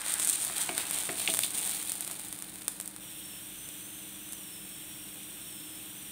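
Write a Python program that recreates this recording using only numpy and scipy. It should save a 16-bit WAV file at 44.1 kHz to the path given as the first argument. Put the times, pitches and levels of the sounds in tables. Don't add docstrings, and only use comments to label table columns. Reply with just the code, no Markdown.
import sys
import numpy as np
from scipy import signal
from scipy.fft import rfft, irfft
from scipy.io import wavfile
from scipy.ndimage import uniform_filter1d

SR = 44100
rng = np.random.default_rng(int(sys.argv[2]) if len(sys.argv) > 2 else 0)


def waveform_to_disk(signal):
    frames = np.transpose(np.atleast_2d(signal))
    scaled = np.clip(frames, -1, 1) * 32767
    samples = np.round(scaled).astype(np.int16)
    wavfile.write(sys.argv[1], SR, samples)


N = 269847
T = np.arange(N) / SR
STEAM_START_S = 3.006

# (frequency [Hz], level [dB])
CRACKLE_SPECTRUM = [(300, -39), (1500, -26.5), (3500, -2.5), (5200, -6), (7200, -1), (9000, 1),
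                    (12000, -4.5), (15500, 2)]


def amp(db):
    return 10 ** (np.asarray(db) / 20)


def unit(x):
    return x / np.sqrt(np.mean(x ** 2))


def curves(table):
    s, *columns = np.transpose(table)
    return [np.interp(T, s, column) for column in columns]


def walk(rate):
    hold = max(int(SR / rate), 2)
    steps = np.repeat(rng.standard_normal(N // hold + 1), hold)
    return unit(uniform_filter1d(steps, hold)[:N])


def resonate(x, hz, width_hz):
    b, a = signal.iirpeak(hz, hz / width_hz, fs=SR)
    return signal.lfilter(b, a, x)


def colour(x, points, size=4096):
    hz, db = np.transpose(points)
    bins_hz = np.arange(size // 2 + 1) * SR / size
    gain_db = np.interp(np.log(bins_hz + 1), np.log(hz), db)
    cepstrum = irfft(np.log(amp(gain_db)))
    cepstrum[1:size // 2] *= 2
    cepstrum[size // 2 + 1:] = 0
    impulse = irfft(np.exp(rfft(cepstrum)))
    return signal.fftconvolve(x, impulse)[:N]


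def fade(t, t60):
    return np.exp(-np.log(1000) * t / t60)


def add(track, s, sound):
    i = int(s * SR)
    track[i:i + len(sound)] += sound[:N - i]


def bursts(per_second, spread_db, cap_db):
    happens = rng.random(N) < per_second / SR
    size_db = cap_db * np.tanh(spread_db * rng.exponential(size=N) / cap_db)
    return unit(happens * amp(size_db) * rng.choice([-1, 1], N))


def kitchen():
    # (frequency [Hz], rms level [dB])
    hum_tones = [(118.4, -73.5), (177.6, -70.5), (196.3, -62), (294.3, -62.5), (314.4, -61), (2530, -71.5)]
    # (frequency [Hz], level [dB])
    rush_spectrum = [(25, -37), (36, -23), (49, 8.5), (62, -5.5), (100, 1.5), (175, 4), (250, -1.5),
                     (335, 1), (410, -4.5), (750, -6.5), (1150, -8.5), (1600, -6), (5000, -22),
                     (15000, -16)]
    hum = np.zeros(N)
    for hz, db in hum_tones:
        tone = np.sin(2 * np.pi * hz * T + 0.46 * walk(6.5))
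        hum += amp(db) * unit(tone * amp(1.5 * walk(9.9)))
    rush = unit(colour(rng.standard_normal(N), rush_spectrum))
    return hum + amp(-54) * rush


def walls(x, t60, wet_db):
    t = T[:SR // 2]
    tail = rng.standard_normal(len(t)) * fade(t, t60) * (t > .004)
    echo = signal.fftconvolve(x, tail / np.linalg.norm(tail))[:N]
    return x + amp(wet_db) * echo


def whistle():
    # (time [s], mean pitch before flutter [Hz], level [dB])
    jet = [(3.01, 5750, -65), (3.38, 5360, -61), (3.52, 5820, -69), (3.61, 6090, -61), (3.76, 6000, -65),
           (3.95, 6320, -61), (4.17, 5820, -64), (4.35, 6200, -62), (4.45, 5520, -66), (4.55, 5330, -60),
           (4.7, 5550, -64.5), (5.1, 5580, -63), (5.27, 5790, -65), (5.44, 5570, -59.5), (5.68, 5290, -64),
           (5.88, 5600, -69), (5.97, 5980, -60), (6.11, 5670, -63)]
    snaps_per_s, sag_hz_per_s, sag_limit_hz = 12, 1700, 170.2
    hz, db = curves(jet)
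    last_snap_s = np.maximum.accumulate(T * (rng.random(N) < snaps_per_s / SR))
    sag_hz = np.minimum(sag_hz_per_s * (T - last_snap_s), sag_limit_hz)
    flutter = 1 + .005 * walk(60) + .009 * walk(900)
    pitch_hz = (hz + sag_hz.mean() - sag_hz) * flutter
    tone = np.sin(2 * np.pi * np.cumsum(pitch_hz) / SR)
    waver = amp(2.2 * walk(90) + 1.5 * walk(14))
    return unit(tone * waver) * amp(db) * (T >= STEAM_START_S)


def steam():
    # (frequency [Hz], level [dB])
    hiss_spectrum = [(300, -6.5), (1100, -21), (2100, -2), (2600, 3), (3450, 7), (4100, -2), (4850, -13.5),
                     (5600, -6), (6800, -10), (8200, -3), (9500, -4.5), (11500, -5), (13800, 5),
                     (15500, 2.5)]
    hiss_db, ticks_db = -47, -58.5
    hiss = unit(colour(rng.standard_normal(N), hiss_spectrum)) * amp(0.39 * walk(18))
    ticks = unit(colour(bursts(per_second=910, spread_db=4.5, cap_db=30), CRACKLE_SPECTRUM))
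    return (hiss * amp(hiss_db) + ticks * amp(ticks_db)) * (T >= STEAM_START_S)


def iron_ring():
    # (frequency [Hz], level [dB], t60 [s])
    modes = [(184.7, 4.5, 0.11), (274.7, -1, 0.52), (323, 2.5, 0.24), (372.4, 3.5, 0.3), (417, -1.5, 0.22),
             (654, 3.5, 0.41), (718, 5.5, 0.17), (1204, 1, 0.16), (1520, -16, .25), (1590, -21, .22),
             (1820, -26, 0.21), (2240, 1, 0.27), (2380, -12, 0.2), (2560, -2, 0.11), (3160, -11, .2),
             (3520, -13, 0.29)]
    t = T[:SR // 2]
    ring = np.zeros(len(t))
    for k, (hz, db, t60) in enumerate(modes):
        ring += (-1) ** k * amp(db) * np.sin(2 * np.pi * hz * t) * fade(t, t60)
    return ring


def knocks():
    # (time [s], clack peak [dB], clack pitch [Hz], ring over clack before a 28 dB cut [dB])
    clacks = [(0.498, -29.5, 1470, 2.5), (0.6915, -23, 755, 5), (0.692, -21, 2470, -19),
              (1.0901, -23.5, 407, -12), (1.093, -24.5, 1990, 6), (1.276, -13.5, 2640, -12),
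              (1.28, -25, 2740, -21), (1.288, -29, 750, 10.5), (1.294, -25.5, 3560, -13),
              (1.303, -21.5, 3700, -24), (1.4352, -15, 3540, -23), (2.1, -36, 1085, 3)]
    out, t, ring = np.zeros(N), T[:SR // 2], iron_ring()
    grits = rng.standard_normal((len(clacks), len(t)))
    for (s, db, hz, ring_db), grit in zip(clacks, grits):
        push = grit * (0.14 * fade(t, t60=0.009) + 0.023 * fade(t, t60=0.2))
        push[0] = -1
        clack = resonate(resonate(push, hz, width_hz=1200), hz, width_hz=1700)
        clack = clack / np.abs(clack).max()
        add(out, s, amp(db) * (clack + amp(ring_db - 28) * ring))
    return out


def spits(crackle_db):
    spits_per_s, over_crackle_db, spread_db, body_re_snap_db = 16, 19.5, 3.5, -9.5
    chance = rng.random((400, 3))[:int(spits_per_s * STEAM_START_S)]
    s = chance[:, 0] * STEAM_START_S
    size_db, body_db = spread_db * (2 * chance[:, 1:].T - 1)
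    snap_db = np.interp(s, T, crackle_db) + over_crackle_db + size_db
    return list(zip(s, snap_db, body_re_snap_db + body_db))


def pops(droplets):
    snaps, bodies = np.zeros(N), np.zeros(N)
    t = T[:SR // 20]
    sprays = rng.standard_normal((500, len(t)))
    for (s, db, body_db), spray in zip(droplets, sprays):
        pulse = spray * (0.039 * fade(t, t60=0.0052) + 0.019 * fade(t, t60=0.082))
        pulse[0] = -1
        add(snaps, s, amp(db) * pulse)
        add(bodies, s, amp(db + body_db) * pulse)
    thud = amp(13) * resonate(bodies, hz=910, width_hz=4100)
    hollow = amp(11.5) * resonate(bodies, hz=3520, width_hz=370)
    return amp(4.0) * resonate(snaps, hz=11100, width_hz=8100) + thud + hollow


def frying_levels():
    # (start [s], hold [s], crackle change [dB], fizz change [dB], sputter change [dB])
    surges = [(0.038, 0.051, 7.5, 5.5, 2), (0.175, 0.044, 10.5, 0, 2.5), (0.257, 0.06, 9, 5, -1.5),
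              (0.363, 0.053, 5.5, 3, -2), (0.545, 0.045, 10, 7.5, 4), (0.753, 0.028, 4.5, 8.5, 7.5),
              (0.911, 0.069, 8, 6, 3.5), (1.161, 0.041, 6.5, 8, 3.5), (1.256, 0.062, 6, -2, -5.5),
              (1.378, 0.04, 6, 4, -5), (1.526, 0.21, 5.5, 4, 4)]
    attack_s, release_s, batter_sets_s = 0.029, 0.04, 1.885
    set_s = np.maximum(T - batter_sets_s, 0)
    sputter_db = -46 - 4 * T - 8.5 * set_s
    fizz_db = -46.5 - 10.5 * set_s
    crackle_db = -45.5 - 14.5 * set_s
    for s, hold_s, crackle_change, fizz_change, sputter_change in surges:
        attack = np.clip((T - s) / attack_s, 0, 1)
        surge = attack * np.exp(-np.maximum(T - s - attack_s - hold_s, 0) / release_s)
        sputter_db = sputter_db + sputter_change * surge
        fizz_db = fizz_db + fizz_change * surge
        crackle_db = crackle_db + crackle_change * surge
    return sputter_db, fizz_db, crackle_db


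def sputter():
    # (frequency [Hz], level [dB])
    broad_spectrum = [(120, -8.5), (450, 0), (560, -2.5), (770, 5.5), (1050, -2.5), (1500, -1.5),
                      (2250, 0.5), (3200, -8.5), (8000, -28)]
    grains = bursts(per_second=2700, spread_db=3.5, cap_db=24)
    gargle = resonate(resonate(grains, hz=1540, width_hz=1600), hz=1530, width_hz=2200)
    wet = np.interp(T, [.35, 1.15], [.85, .08]).clip(0, 1)
    broad = colour(bursts(per_second=3000, spread_db=3.0, cap_db=25), broad_spectrum)
    return np.sqrt(wet) * unit(gargle) + np.sqrt(1 - wet) * unit(broad)


def brighten(x):
    corner_hz, rise_db_per_s, neutral_s = 11000, 4.5, 1.2
    top = signal.sosfiltfilt(signal.butter(3, corner_hz, "high", fs=SR, output="sos"), x)
    top_db = rise_db_per_s * (np.minimum(T, STEAM_START_S) - neutral_s)
    return x + top * (amp(top_db) - 1)


def frying(sputter_db, fizz_db, crackle_db):
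    # (frequency [Hz], level [dB])
    fizz_spectrum = [(300, -16), (1700, -15.5), (2350, 3), (2900, 3.5), (3550, 6.5), (4200, 4.5),
                     (5000, -3.5), (7000, -7.5), (11500, -3.5), (15500, -0.5)]
    busy = amp(.5 * np.maximum(crackle_db - crackle_db.max(), -23))
    flurries = amp(4 * np.tanh(walk(400))) / np.sqrt(busy)
    bubbles = bursts(per_second=6000 * busy, spread_db=2.5, cap_db=12)
    fizz = unit(colour(bubbles * flurries, fizz_spectrum))
    grains = bursts(per_second=3800 * busy, spread_db=6.5, cap_db=22)
    crackle = brighten(unit(colour(grains * flurries, CRACKLE_SPECTRUM)))
    sizzle = sputter() * amp(sputter_db) + fizz * amp(fizz_db) + crackle * amp(crackle_db)
    return sizzle * (T < STEAM_START_S)


def scene():
    # (time [s], snap level [dB], body level re snap [dB])
    clear_droplets = [(0.1398, -8, -26), (0.1992, -15, -4.5), (0.248, -9.5, -27), (0.2737, -7.5, -18),
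                      (0.298, -5.5, -26), (0.4498, -11, -21), (0.5682, -17, -11), (0.7798, -11.5, -5),
                      (0.9108, -11, -12), (1.3391, -12, -6), (1.3474, -13, -6.5), (1.372, -14, -7),
                      (1.391, -7.5, -7), (1.4365, -11.5, -24), (1.464, -20, -9), (1.6949, -16.5, -8),
                      (1.8278, -18, -12), (1.8964, -13, -16), (1.9195, -10, -20), (2.008, -13, -17),
                      (2.0485, -17.5, -18), (2.0773, -18.5, -8), (2.1126, -19.5, -10),
                      (2.1963, -21.5, -9.5), (2.3271, -19, -9), (2.3895, -23.5, -11),
                      (2.4234, -17.5, -13.5), (2.558, -26, -7), (2.6199, -31, 0), (2.6812, -8, -10.5),
                      (2.801, -17, -8), (2.8114, -17, -27), (2.859, -22, -25), (2.8771, -19, -17),
                      (2.9635, -24, -8), (3.689, -24, -15), (4.3242, -20, -17), (4.3328, -20, -13)]
    sputter_db, fizz_db, crackle_db = frying_levels()
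    fat = frying(sputter_db, fizz_db, crackle_db) + pops(clear_droplets + spits(crackle_db))
    iron = knocks() + amp(-70.5) * signal.fftconvolve(fat, iron_ring())[:N]
    sizzle = walls(fat + steam(), t60=0.45, wet_db=-10.5)
    return np.tile(sizzle + iron + whistle() + kitchen(), (2, 1))


def record(dry):
    top_hz = 15600
    bright = dry + amp(12) * resonate(dry, hz=8880, width_hz=1260)
    return signal.sosfilt(signal.ellip(10, .2, 70, top_hz, fs=SR, output="sos"), bright)


dry = scene()
out = record(dry)
waveform_to_disk(out)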